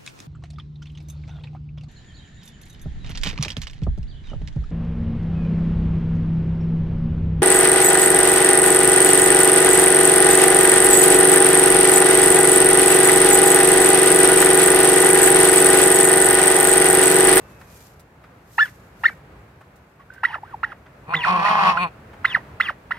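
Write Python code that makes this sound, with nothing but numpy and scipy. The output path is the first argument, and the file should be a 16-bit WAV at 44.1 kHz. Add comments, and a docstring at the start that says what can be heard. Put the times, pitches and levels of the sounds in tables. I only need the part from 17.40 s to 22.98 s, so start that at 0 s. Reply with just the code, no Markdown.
"""Turkeys in an earthen yard, over a low outdoor rumble that lasts throughout.
First a distant bird whistles faintly downward while feathers rustle (shaped noise) and feet scuff (noise bursts).
Then a near hen clucks to the end: a gliding whistle whose overtones flare in fixed throat resonances, with rasp.
Between her clucks a farther hen calls softly in plain arches of pitch.
Late on, three toms gobble together: uneven pulses ring their throats while the fundamental hums in the chest."""
import sys
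import numpy as np
from scipy import signal
from scipy.fft import rfft, irfft
from scipy.io import wavfile
from scipy.ndimage import uniform_filter1d

SR = 44100
rng = np.random.default_rng(int(sys.argv[2]) if len(sys.argv) > 2 else 0)


def master_out(mix):
    """Clip the mix to full scale and print it as 16-bit PCM to the path in sys.argv[1]."""
    frames = np.transpose(np.atleast_2d(mix))
    ceiling = np.clip(frames, -1, 1)
    pcm = np.round(ceiling * 32767).astype(np.int16)
    wavfile.write(sys.argv[1], SR, pcm)


N = 246078
CUTOFF_HZ = 15750   # nothing is kept above this

# Colour of the outdoor rumble. Each row: frequency in Hz, relative density in dB per Hz.
YARD_COLOUR = [(15, -83), (25, -56.5), (49, -1), (129, 1), (240, -8), (482, -9.5), (552, -10.5),
               (1110, -15), (1490, -16.5), (2300, -23), (2770, -27), (3000, -31), (4500, -36.5),
               (5430, -41), (15500, -47)]
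YARD_DB = -47.5   # level of the part common to both sides, before its slow swell
# Likeness of the rumble on the two sides. Each row: frequency in Hz, likeness from 0 to 1.
YARD_LIKENESS = [(60, 1.0), (150, 1), (380, 0.91), (950, 0.33), (2380, 0.05), (5980, 0.05), (15000, 0.15)]

# A distant bird's thin whistle. One row: end in seconds, first pitch in Hz, last pitch in Hz, level in dB.
FAR_WHISTLE = (0.44, 2695, 2366, -67.5)

# Scuffs of feet. Each row: time in seconds, soil level in dB, treble level in dB, both before an offset.
SCUFFS = [(0.212, -30, -51.5), (0.596, -54, -47.5), (0.84, -33.5, -63), (2.21, -33, -60), (2.359, -52, -54),
          (2.737, -40, -49.5), (3.462, -34, -90), (4.733, -30.5, -62)]
# Sliding feathers. Each row: middle in seconds, half length in seconds, level in dB before its flutter.
RUSTLES = [(.4, 0.12, -53.5), (1.213, 0.1, -51), (1.662, 0.078, -56.5), (1.4, 0.11, -69), (.1, 0.2, -65.5)]
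# Colour of sliding feathers. Each row: frequency in Hz, relative density in dB per Hz.
FEATHER_COLOUR = [(2000, -4), (3000, -1.5), (4700, 0.5), (6900, 1), (10500, -3), (12800, 4), (15500, -15.5)]
FEATHER_BED_DB = -73   # plumage never quite rests

# Effort of the gobble. Each row: time in seconds, throat level in dB, upper resonances level in dB,
# chest hum level in dB, all before the offsets of the tom's voice.
GOBBLE_EFFORT = [(3.66, -60, -71, -77), (3.688, -37.5, -50, -35), (3.72, -27, -40, -52),
                 (3.764, -34, -62, -29.5), (3.832, -47, -35.5, -54.5), (3.87, -18, -30.5, -36),
                 (3.96, -20, -35.5, -28), (4.034, -22, -35.5, -36), (4.05, -17.5, -30, -45.5),
                 (4.108, -18, -31, -33), (4.164, -19.5, -35, -38.5), (4.294, -15.5, -27.5, -29.5),
                 (4.346, -26.5, -44.5, -46), (4.428, -24.5, -27.5, -30.5), (4.458, -24, -45, -37),
                 (4.485, -45, -50, -49)]
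# Arched gobble phrases, one list per tom. Each row: start in seconds, end in seconds, pulse rate in Hz at the
# start, in the middle and at the end, weight in dB against the other toms, roughness from 0 to 1.
TOM_PHRASES = [
    [(3.655, 3.735, 147.7, 160.2, 174.2, 0, 0.39), (3.735, 3.82, 160.2, 158, 151.9, -3, 0.4),
     (3.83, 4.03, 163.6, 177.6, 164.2, 0.5, 0.24), (4.02, 4.36, 165.7, 163.9, 168, -0.5, .55),
     (4.36, 4.48, 164, 179.8, 153.6, 1, 0.08)],
    [(3.84, 4.02, 187.8, 191.7, 184.4, -2, .5), (4.01, 4.19, 192.7, 208.7, 212.6, 0.5, .25),
     (4.19, 4.37, 194.7, 184.7, 167.1, 1.5, 0.12)],
    [(3.85, 4.08, 202.6, 208.3, 183.8, -12, 0.7), (4.08, 4.36, 177.9, 202.6, 198.8, -1, .5)],
]
PHRASE_FADE_S, WARBLE = .015, .012   # fade in and out; spread of the pulse rate, as a share
# Resonances of a tom's throat at the reference rate. Each row: frequency in Hz, width in Hz, level in dB.
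TOM_THROAT = [(552.4, 37, -5), (789, 530, -4), (1080, 90, 6), (1400, 180, -13)]
THROAT_RATE_HZ, THROAT_FOLLOWS = 181.8, 0.37   # reference pulse rate; power by which resonances follow it
# Upper resonances of the first tom. Each row: frequency in Hz, width in Hz, level in dB.
FIRST_UPPER = [(1860, 165, 3.5), (2492, 135, 15.5), (4320, 290, -4), (8500, 380, -17)]
# Upper resonances of the other two toms. Each row: frequency in Hz, width in Hz, level in dB.
CHORUS_UPPER = [(1790, 440, -0.5), (2210, 164, 3), (2590, 61, 5), (3140, 230, -0.5), (4000, 1440, -9.5),
                (5220, 2730, -16.5), (8240, 630, -26), (12700, 2100, -35)]

# The near hen's clucks. Each row: start in seconds, climb in seconds, hold in seconds, length in seconds,
# held pitch in Hz, top of the arch in Hz, then levels in dB, before throat gain, of onset, climb, hold, arch,
# catch, tail, and last the rasp in dB before it builds and eases.
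CLUCKS = [(1.178, .029, 0.027, 0.11, 1747, 1734, -8.5, -12, -7, -18.5, -21, -48, -32),
          (1.633, 0.022, .011, 0.071, 1822, 2326, -15, -15.5, -7, -19.5, -15, -26.5, -31),
          (2.831, .020, .008, .131, 1930, 3353, -9, -15, -8.5, -34.5, -32, -19, -30.5),
          (3.229, .015, 0.007, .106, 1870, 3205, -12, -15, -20, -56.5, -50, -28.5, -39),
          (3.732, 0.013, .007, .134, 2028, 3717, -23, -12.5, -9, -20.5, -20, -14.5, -29.5),
          (4.054, .006, 0.0086, .04, 1900, 2800, -26, -25, -22.5, -17, -18, -35, -36),
          (4.365, .016, .003, .04, 1536, 1600, -33, -15, -39, -53, -44, -50, -38.5),
          (4.843, .010, 0.0057, .134, 2033, 3780, -10, -11.5, -6.5, -19, -7.5, -17.5, -27),
          (5.197, 0.011, 0.005, .112, 2009, 3606, -22, -13, -3, -19, -21.5, -17.5, -25),
          (5.506, 0.014, 0.0052, .112, 1900, 3320, -13.5, -17.5, -18.5, -58, -59, -51, -34.5)]
# Calls of a farther hen. 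Each row: start in seconds, length in seconds, edge pitch in Hz, top pitch in Hz,
# edge level in dB, middle level in dB, both before throat gain, dip and flutter.
SOFT_CALLS = [(2.593, 0.038, 1080, 1130, -45, -39), (2.699, 0.15, 1500, 1560, -44.5, -38.5),
              (2.9, .093, 768, 1280, -24.5, -32), (3.031, .121, 735, 1590, -22, -36.5)]
# Resonances of a hen's throat. Each row: frequency in Hz, gain in dB.
HEN_THROAT = [(500, -4.5), (900, -9), (1100, -10.5), (1420, -0.5), (1600, -13.5), (1850, 1), (2050, -7),
              (2300, -13), (2700, -5.5), (3500, -18.5), (4200, -13.5), (5500, -26.5), (8000, -35.5),
              (13000, -38.5)]
# Colour of air through that throat. Each row: frequency in Hz, relative density in dB per Hz.
RASP_COLOUR = [(500, -18), (950, -4.5), (1250, 0), (1500, 2.5), (1950, 6), (2300, -7.5), (2800, -5),
               (4200, -17.5), (5600, -21.5), (7500, -43.5), (9000, -26.5), (15000, -39)]
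# The open throat rings with passing air from the snap until about the end of the cluck.
# Each row: start in seconds, end in seconds, relaxed lower resonance in Hz, relaxed upper resonance in Hz,
# level in dB before the lower one's gain.
THROAT_RINGS = [(1.665, 1.735, 1540, 2256, -49), (2.859, 2.975, 868, 1746, -41),
                (3.239, 3.312, 800, 1620, -47.5), (3.752, 3.853, 960, 1924, -34),
                (4.85, 5.001, 984, 1920, -43), (5.215, 5.3, 1170, 1946, -40.5),
                (5.519, 5.567, 908, 1900, -45.5)]

# A cluck's climb breaks through two registers before the held note; the arch then sinks ever faster.
START_HZ, LOW_REGISTER_HZ, MIDDLE_REGISTER_HZ, END_HZ = 783, 930, 1393.5, 576
LOW_SHARE, REGISTER_RISE = .36, 0.063   # share of the climb spent low; pitch rise either side of the middle
BREAK_S, SWING_S, ARCH_POWER = 0.0023, .004, 2.2   # register jump; swing into the arch; arch flatness
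ATTACK_DB, ARCH_SAG_DB, END_DB = 19, 3, 0.5   # rise at the start; sag along the arch; fade at the end
CATCH_HZ, CATCH_S, CATCH_EARLIEST = 1950, 0.008, .45   # pitch of the catch; half length; least arch share
ARCH_WAVER, ARCH_WAVER_S = .025, .003   # pitch turns unsteady after the held note: share; step
RASP_BUILDS_DB, RASP_BUILDS_S = 9, .004   # the rasp builds up with the air pressure
RASP_EASES_DB = 10   # the rasp eases after the held note
# Soft calls: flatness of the arch; thinning on the shoulders per octave of glide; rasp; flutter and its step.
SOFT_FLATNESS, SOFT_DIP_DB, SOFT_RASP_DB = 1.6, 14.5, -57
SOFT_FLUTTER_DB, SOFT_FLUTTER_S = 6.5, .006

# The near hen's early place at two microphone ports.
# Each row: frequency in Hz, left minus right in dB, left lead in radians, both fading out in the bass.
EARLY_HEN_PORTS = [(500, 2, 0), (900, -1.5, -0.67), (1390, -2, -1.2), (1900, 1, -0.55), (2800, 1, 1.5),
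                   (9000, 2, 0.77)]
# The hens' later place. Each row: frequency in Hz, left minus right in dB, left lead in radians, faded likewise.
HEN_PORTS = [(500, 3, 0.37), (900, 1, -0.77), (1300, -3.5, -1.09), (2000, -4.5, 0.55), (2800, 4, 1.45),
             (3740, 0, 1.4), (9000, 0, 0.583)]
# The first tom's place. Each row: frequency in Hz, left minus right in dB, left lead in radians, faded likewise.
FIRST_PORTS = [(200, -11, 1), (600, 10.5, -0.85), (1002, 0.5, -1.13), (1500, 1, -1.6), (2500, 3, -1.93),
               (9000, 2, -3.1)]
# The second tom's place. Each row: frequency in Hz, left minus right in dB, left lead in radians, faded likewise.
SECOND_PORTS = [(200, 27, -1.4), (990, -7, 1), (1410, -0.5, -1.8), (2500, -0.5, -1.96), (8900, 1, -0.39)]
# The third tom's place. Each row: frequency in Hz, left minus right in dB, left lead in radians, faded likewise.
THIRD_PORTS = [(600, -0.5, -0.054), (1000, 6, 1), (1400, 1, -1.9), (2500, 10.5, -1.1), (9000, -3, -0.63)]


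def from_db(db):
    """Logarithmic level: decibels to amplitude gain."""
    return 10 ** (np.asarray(db) / 20)


def rms_one(x):
    """Normalization: scale to unit power."""
    return x / np.sqrt(np.mean(x ** 2) + 1e-20)


def in_time(rows):
    """Linear interpolation: each column of a curve at every sample."""
    s, *columns = np.transpose(rows)
    return [np.interp(np.arange(N) / SR, s, c) for c in columns]


def at_hz(points, hz, axis=1):
    """Logarithmic frequency: one column of a spectrum, interpolated on that axis."""
    points = np.array(points)
    return np.interp(np.log(hz + 1), np.log(points[:, 0]), points[:, axis])


def bins():
    """Fourier analysis: the frequencies of a full-length spectrum."""
    return np.arange(N // 2 + 1) * SR / N


def drift(rate):
    """Low-passed chance: fluctuation of spread 1, weakening above the rate in Hz."""
    spectrum = rfft(rng.standard_normal(N)) / (1 + (bins() / rate) ** 2)
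    return rms_one(irfft(spectrum, N))


def noise(colour):
    """Spectral shaping: white noise weighted to a colour, rms 1."""
    spectrum = rfft(rng.standard_normal(N)) * from_db(at_hz(colour, bins()))
    return rms_one(irfft(spectrum, N))


def band(x, low_hz, high_hz):
    """Band limitation: a gentle Butterworth band-pass."""
    edges = [low_hz, min(high_hz, SR / 2 - 1)]
    return signal.sosfilt(signal.butter(2, edges, "band", fs=SR, output="sos"), x)


def resonate(x, modes):
    """Modal superposition: parallel damped resonances with alternating signs."""
    out = 0
    for k, (hz, width, db) in enumerate(modes):
        r = np.exp(-np.pi * width / SR)   # pole radius
        gain = (-1) ** k * from_db(db) * (1 - r * r) / 2
        out = out + gain * signal.lfilter([1, 0, -1], [1, -2 * r * np.cos(2 * np.pi * hz / SR), r * r], x)
    return out


def even(x, size=1300):
    """Power levelling: divide by the running rms over a few pulses."""
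    return x / np.sqrt(np.abs(uniform_filter1d(x * x, size)) + 1e-12)


def ports(x, table):
    """Diffraction: the microphone body shades and delays each side differently; long waves reach both alike."""
    short = 1 - np.exp(-(bins() / 500) ** 2)
    shade = from_db(short * at_hz(table, bins()) / 2)
    half = shade * np.exp(.5j * short * at_hz(table, bins(), axis=2))
    return irfft(rfft(x) * np.array([half, 1 / half]), N)


def scatter(x, t60, wet_db):
    """Reverberation: ground, fences and trunks scatter sound back, differently to each side."""
    t = np.arange(SR // 2) / SR
    tail = band(rng.standard_normal((2, len(t))), 270, 6000) * from_db(-60 * t / t60) * (t > .002)
    tail /= np.sqrt((tail ** 2).sum(axis=1, keepdims=True))
    return from_db(wet_db) * signal.fftconvolve(x, tail, axes=1)[:, :N]


def disperse(x):
    """Dispersion: short waves detour a few milliseconds round bodies and ground, smearing each pulse."""
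    hz = bins()
    detour_s = np.array([np.interp(hz, np.arange(200) * 120, rng.uniform(0, .008, 200)) for _ in x])
    detour_s *= np.clip((hz - 1600) / 800, 0, 1)
    # phase is the running sum of group delay over frequency
    return irfft(rfft(x) * np.exp(-2j * np.pi * np.cumsum(detour_s, axis=1) * SR / N), N)


def outdoors(swell_db=2.5):
    """Spatial coherence: distant rumble and air, alike on both sides in the bass, slowly swelling."""
    alike = np.clip(at_hz(YARD_LIKENESS, bins()), 0, 1)
    side = irfft(rfft(noise(YARD_COLOUR)) * np.sqrt((1 - alike) / (1 + alike)), N)
    level = from_db(YARD_DB + swell_db * drift(0.9))
    return level * (noise(YARD_COLOUR) + side * np.array([[1], [-1]]))


def far_bird():
    """Frequency glide: a faint falling sine whistle from beyond the yard."""
    end, first_hz, last_hz, level_db = FAR_WHISTLE
    t = np.arange(N) / SR
    phase = 2 * np.pi * np.cumsum(np.interp(t, [0, end], [first_hz, last_hz])) / SR
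    return np.sqrt(2) * from_db(level_db) * np.sin(phase) * (t < end)


def shuffling(rise_s=0.0065, soil_db=-15.5, grit_db=-6.5):
    """Friction noise: feet scuff the gritty soil and stiff feathers slide over each other."""
    t, out = np.arange(N) / SR, 0
    soil = rms_one(band(rng.standard_normal(N), 650, 1880))
    grit = rms_one(band(rng.standard_normal((2, N)), 2700, 15000)) * from_db(2 * drift(300))
    for s, level_db, treble_db in SCUFFS:
        age = np.clip((t - s) / rise_s + .5, 0, 50)   # in rise times
        scuff = soil * from_db(level_db + soil_db) + grit * from_db(treble_db + grit_db)
        out = out + age * np.exp(1 - age) * scuff
    swells = sum(from_db(level_db) * np.exp(-((t - s) / half_s) ** 2) for s, half_s, level_db in RUSTLES)
    sliding = (from_db(FEATHER_BED_DB) + swells) * from_db(1.6 * drift(60))
    return out + sliding * np.array([noise(FEATHER_COLOUR), noise(FEATHER_COLOUR)])


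def phrasing(phrases):
    """Frequency modulation: one tom's pulse rate follows a parabola per phrase; also his weight and roughness."""
    t = np.arange(N) / SR
    hz, weight, rough = np.full(N, float(phrases[0][2])), np.zeros(N), np.zeros(N)
    for start, end, first_hz, middle_hz, last_hz, weight_db, roughness in phrases:
        u = np.clip((t - start) / (end - start), 0, 1)
        bulge_hz = 2 * middle_hz - first_hz - last_hz
        arch = first_hz + (last_hz - first_hz) * u + bulge_hz * 2 * u * (1 - u)
        hz, rough = np.where(t > start, arch, hz), np.where(t > start, roughness, rough)
        fade = np.clip(np.minimum(t - start, end - t) / PHRASE_FADE_S + .5, 0, 1)
        weight = np.maximum(weight, from_db(weight_db) * fade)
    return hz * (1 + WARBLE * drift(25)), weight, rough


def tightening(x, pulse_hz):
    """Time-warped resonance: a tom's throat tightens as his pitch rises, carrying its resonances up and down."""
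    steady = np.arange(N)
    clock = np.cumsum((pulse_hz / THROAT_RATE_HZ) ** np.clip(THROAT_FOLLOWS, 0, 1))
    return np.interp(clock, steady, resonate(np.interp(steady, clock, x), TOM_THROAT))


def tom(pulse_hz, rough, upper_modes, rattle_db=8.5, throat_db=1.5, upper_db=4.0, hum_db=0.0,
        second_db=-15.0, third_db=-9.5):
    """Source and filter: uneven pulses with puffs of air ring the throat; their fundamental hums in the chest."""
    throat_level, upper_level, hum_level = in_time(GOBBLE_EFFORT)
    rough = np.clip(rough, 0, 1)
    cycles = np.cumsum(pulse_hz * (1 + .022 * rough * drift(90))) / SR
    rattle = from_db(rattle_db * rough * drift(120))
    pulses = np.diff(np.floor(cycles), prepend=0) * rattle
    puffs = .025 * rough * rattle * np.exp(-3 * (cycles % 1)) * rng.standard_normal(N)
    source = pulses + puffs
    throat = even(band(tightening(source, pulse_hz), 690, 1900))
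    hiss = 4 * band(puffs, 3200, 15000)
    upper = even(band(resonate(source + hiss, upper_modes), 1500, 14000))
    second = from_db(second_db) * np.sin(4 * np.pi * cycles)
    third = from_db(third_db) * np.sin(6 * np.pi * cycles)
    chest = np.sqrt(2) * (np.sin(2 * np.pi * cycles) + (second + third) * rattle)
    # the shaking neck chops the voice into quick syllables
    shake = from_db(4.5 * rough * np.sin(2 * np.pi * np.cumsum(30 + 8 * drift(12)) / SR))
    voice = throat * from_db(throat_level + throat_db) + upper * from_db(upper_level + upper_db)
    return voice * shake / np.sqrt(1 + rough / 2) + chest * from_db(hum_level + hum_db)


def gobble():
    """Beating: three toms at different pulse rates share the power; the first starts and ends alone."""
    t, out = np.arange(N) / SR, 0
    sounding = np.clip(np.minimum(t - GOBBLE_EFFORT[0][0], GOBBLE_EFFORT[-1][0] - t) / 0.0017, 0, 1)
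    toms = [phrasing(phrases) for phrases in TOM_PHRASES]
    total = np.sqrt(sum(weight ** 2 for _, weight, _ in toms) + 1e-6)
    uppers = (FIRST_UPPER, CHORUS_UPPER, CHORUS_UPPER)
    places = (FIRST_PORTS, SECOND_PORTS, THIRD_PORTS)
    for (hz, weight, rough), upper, place in zip(toms, uppers, places):
        out = out + ports(tom(hz, rough, upper) * sounding * weight / total, place)
    return out


def soft_call(start, length, edge_hz, top_hz, edge_db, middle_db):
    """Pitch arch: a plain rise and fall, thin on the shoulders: (s, pitch Hz, whistle dB, rasp dB)."""
    age = np.arange(int(length * SR)) / SR
    edge = np.abs(2 * age / length - 1) ** SOFT_FLATNESS   # 1 at both ends, 0 in the middle
    dip_db = SOFT_DIP_DB * np.log2(top_hz / edge_hz) * np.sin(np.pi * np.sqrt(edge)) ** 2
    # the weak tone is unsteady
    flutter_db = SOFT_FLUTTER_DB * np.interp(age / SOFT_FLUTTER_S, np.arange(50), rng.standard_normal(50))
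    pitch = top_hz + (edge_hz - top_hz) * edge
    whistle_db = middle_db + (edge_db - middle_db) * edge - dip_db + flutter_db
    return start + age, pitch, whistle_db, np.full(len(age), SOFT_RASP_DB)


def cluck(start, climb, hold, length, held_hz, top_hz, onset_db, climb_db, hold_db, arch_db, catch_db,
          tail_db, rasp_db):
    """Register breaks: climb in jumps, hold, arch, catch in the fall: (s, pitch Hz, whistle dB, rasp dB)."""
    age = np.arange(int(length * SR)) / SR
    low, leave = LOW_SHARE * climb, climb + hold
    half = BREAK_S / 2
    steps = np.maximum.accumulate([0, low - half, low + half, climb - half, climb + half])
    middle_start_hz = MIDDLE_REGISTER_HZ * (1 - REGISTER_RISE)
    middle_end_hz = MIDDLE_REGISTER_HZ * (1 + REGISTER_RISE)
    hz = np.interp(age, steps, [START_HZ, LOW_REGISTER_HZ, middle_start_hz, middle_end_hz, held_hz])
    since, span = np.maximum(0, age - leave), max(length - leave, BREAK_S)
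    loose = 1 - np.exp(-since / SWING_S)   # 0 on the held note, towards 1 on the arch
    hz = hz + (top_hz - held_hz) * loose - (top_hz - END_HZ) * (since / span) ** ARCH_POWER
    # the falling tone catches with a second snap where the arch passes CATCH_HZ, or at the earliest share
    crossing = (max(top_hz - CATCH_HZ, 0) / (top_hz - END_HZ)) ** (1 / ARCH_POWER)
    catch = leave + span * max(CATCH_EARLIEST, crossing)
    stages, levels = np.transpose([
        (0, onset_db - ATTACK_DB), (low / 2, onset_db),
        (steps[2], climb_db), (steps[3], climb_db),
        (steps[4], hold_db), (leave - half, hold_db),
        (leave + SWING_S, arch_db), (catch - CATCH_S, arch_db - ARCH_SAG_DB),
        (catch, catch_db), (catch + CATCH_S, tail_db), (length, tail_db - END_DB)])
    whistle_db = np.interp(age, np.maximum.accumulate(stages), levels)
    waver = loose * np.interp(age / ARCH_WAVER_S, np.arange(100), rng.standard_normal(100))
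    pitch = np.maximum(hz, END_HZ) * (1 + ARCH_WAVER * waver)
    air_db = rasp_db - RASP_EASES_DB * loose - RASP_BUILDS_DB * np.exp(-age / RASP_BUILDS_S)
    return start + age, pitch, whistle_db, air_db


def throat_rings(lower_db=1.0, lower_sag=0.19, upper_sag=.1, relax_s=0.024):
    """Driven resonance: air keeps two narrow modes sounding; both sink as the throat relaxes after the snap."""
    t, out = np.arange(N) / SR, np.zeros(N)
    breathy = [1 + .45 * (drift(70) + 1j * drift(70)) for _ in range(2)]   # wavers in level and phase
    sags, gains = (lower_sag, upper_sag), (from_db(lower_db), 1)
    for start, end, lower_hz, upper_hz, level_db in THROAT_RINGS:
        at = np.flatnonzero((t > start) & (t < end))
        tense = np.exp(-(t[at] - start) / relax_s)
        fade = np.minimum(1, np.minimum(t[at] - start, end - t[at]) / .004)
        for hz, sag, gain, air in zip((lower_hz, upper_hz), sags, gains, breathy):
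            phase = 2 * np.pi * np.cumsum(hz * (1 + sag * tense)) / SR
            out[at] += from_db(level_db) * gain * fade * np.real(air[at] * np.exp(1j * phase))
    return out


def hen(calls, overtone_db, slack_db=8.5, waver=0.0035, flutter_db=3.0, rasp_db=0.0, attack_s=0.0054,
        release_s=0.013):
    """Formant filtering: each overtone of a gliding whistle flares as it crosses a resonance; air rasps along."""
    out, air = np.zeros(N), from_db(rasp_db) * noise(RASP_COLOUR)
    unsteady, flutter = 1 + waver * drift(250), flutter_db * drift(110)
    k = np.arange(1, 7)[:, None]   # harmonic numbers
    for s, hz, whistle_db, air_db in calls:
        at = np.arange(int(s[0] * SR), min(int((s[-1] + 5 * release_s) * SR), N))
        t = at / SR
        pitch = np.interp(t, s, hz) * unsteady[at]
        phase = 2 * np.pi * np.cumsum(pitch) / SR
        slack = np.exp(-(pitch / 1100) ** 6)
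        buzz_db = slack_db * slack * (k == 2)   # a slack membrane adds a strong octave, a taut one whistles
        gains_db = at_hz(HEN_THROAT, k * pitch) + overtone_db * np.log2(k) + buzz_db
        gains = from_db(gains_db) * (k * pitch < CUTOFF_HZ)
        gains = uniform_filter1d(gains, size=50, axis=1)   # a resonance needs a millisecond to build up
        strain = (pitch / 3000) ** 2   # the tone breaks up as the pitch gets high
        level = from_db(np.interp(t, s, whistle_db) + strain * flutter[at])
        whistle = np.sqrt(2) * (gains * np.sin(k * phase)).sum(axis=0) * level
        rasp = air[at] * from_db(np.interp(t, s, air_db))
        rise = np.minimum(1, (t - t[0]) / attack_s)
        fall = np.exp(-np.maximum(0, t - s[-1] + release_s / 2) / release_s)
        out[at] += rise * fall * (fall ** 2 * whistle + rise ** 2 * rasp)   # the air outlasts the tone
    return out


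def scene():
    """Superposition: all the birds in their yard, with its echo and rumble."""
    # the hen walks on between her calls
    early = [cluck(*c) for c in CLUCKS if c[0] < 2]
    late = [cluck(*c) for c in CLUCKS if c[0] >= 2]
    soft = [soft_call(*c) for c in SOFT_CALLS]
    early_hen = ports(hen(early, overtone_db=-10.0), EARLY_HEN_PORTS)
    late_voices = hen(late, overtone_db=-13.0) + hen(soft, overtone_db=-41.0) + throat_rings()
    hens = early_hen + ports(late_voices, HEN_PORTS)
    toms = disperse(gobble())
    birds = hens + toms + scatter(toms, t60=.04, wet_db=-15.0)
    echo = scatter(birds, t60=.2, wet_db=-31.0)
    return birds + echo + far_bird() + shuffling() + outdoors()


def record(dry):
    """Low-pass filtering: an elliptic filter cuts the top steeply."""
    return signal.sosfilt(signal.ellip(10, .1, 80, CUTOFF_HZ, fs=SR, output="sos"), dry)


dry = scene()
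out = record(dry)
master_out(out)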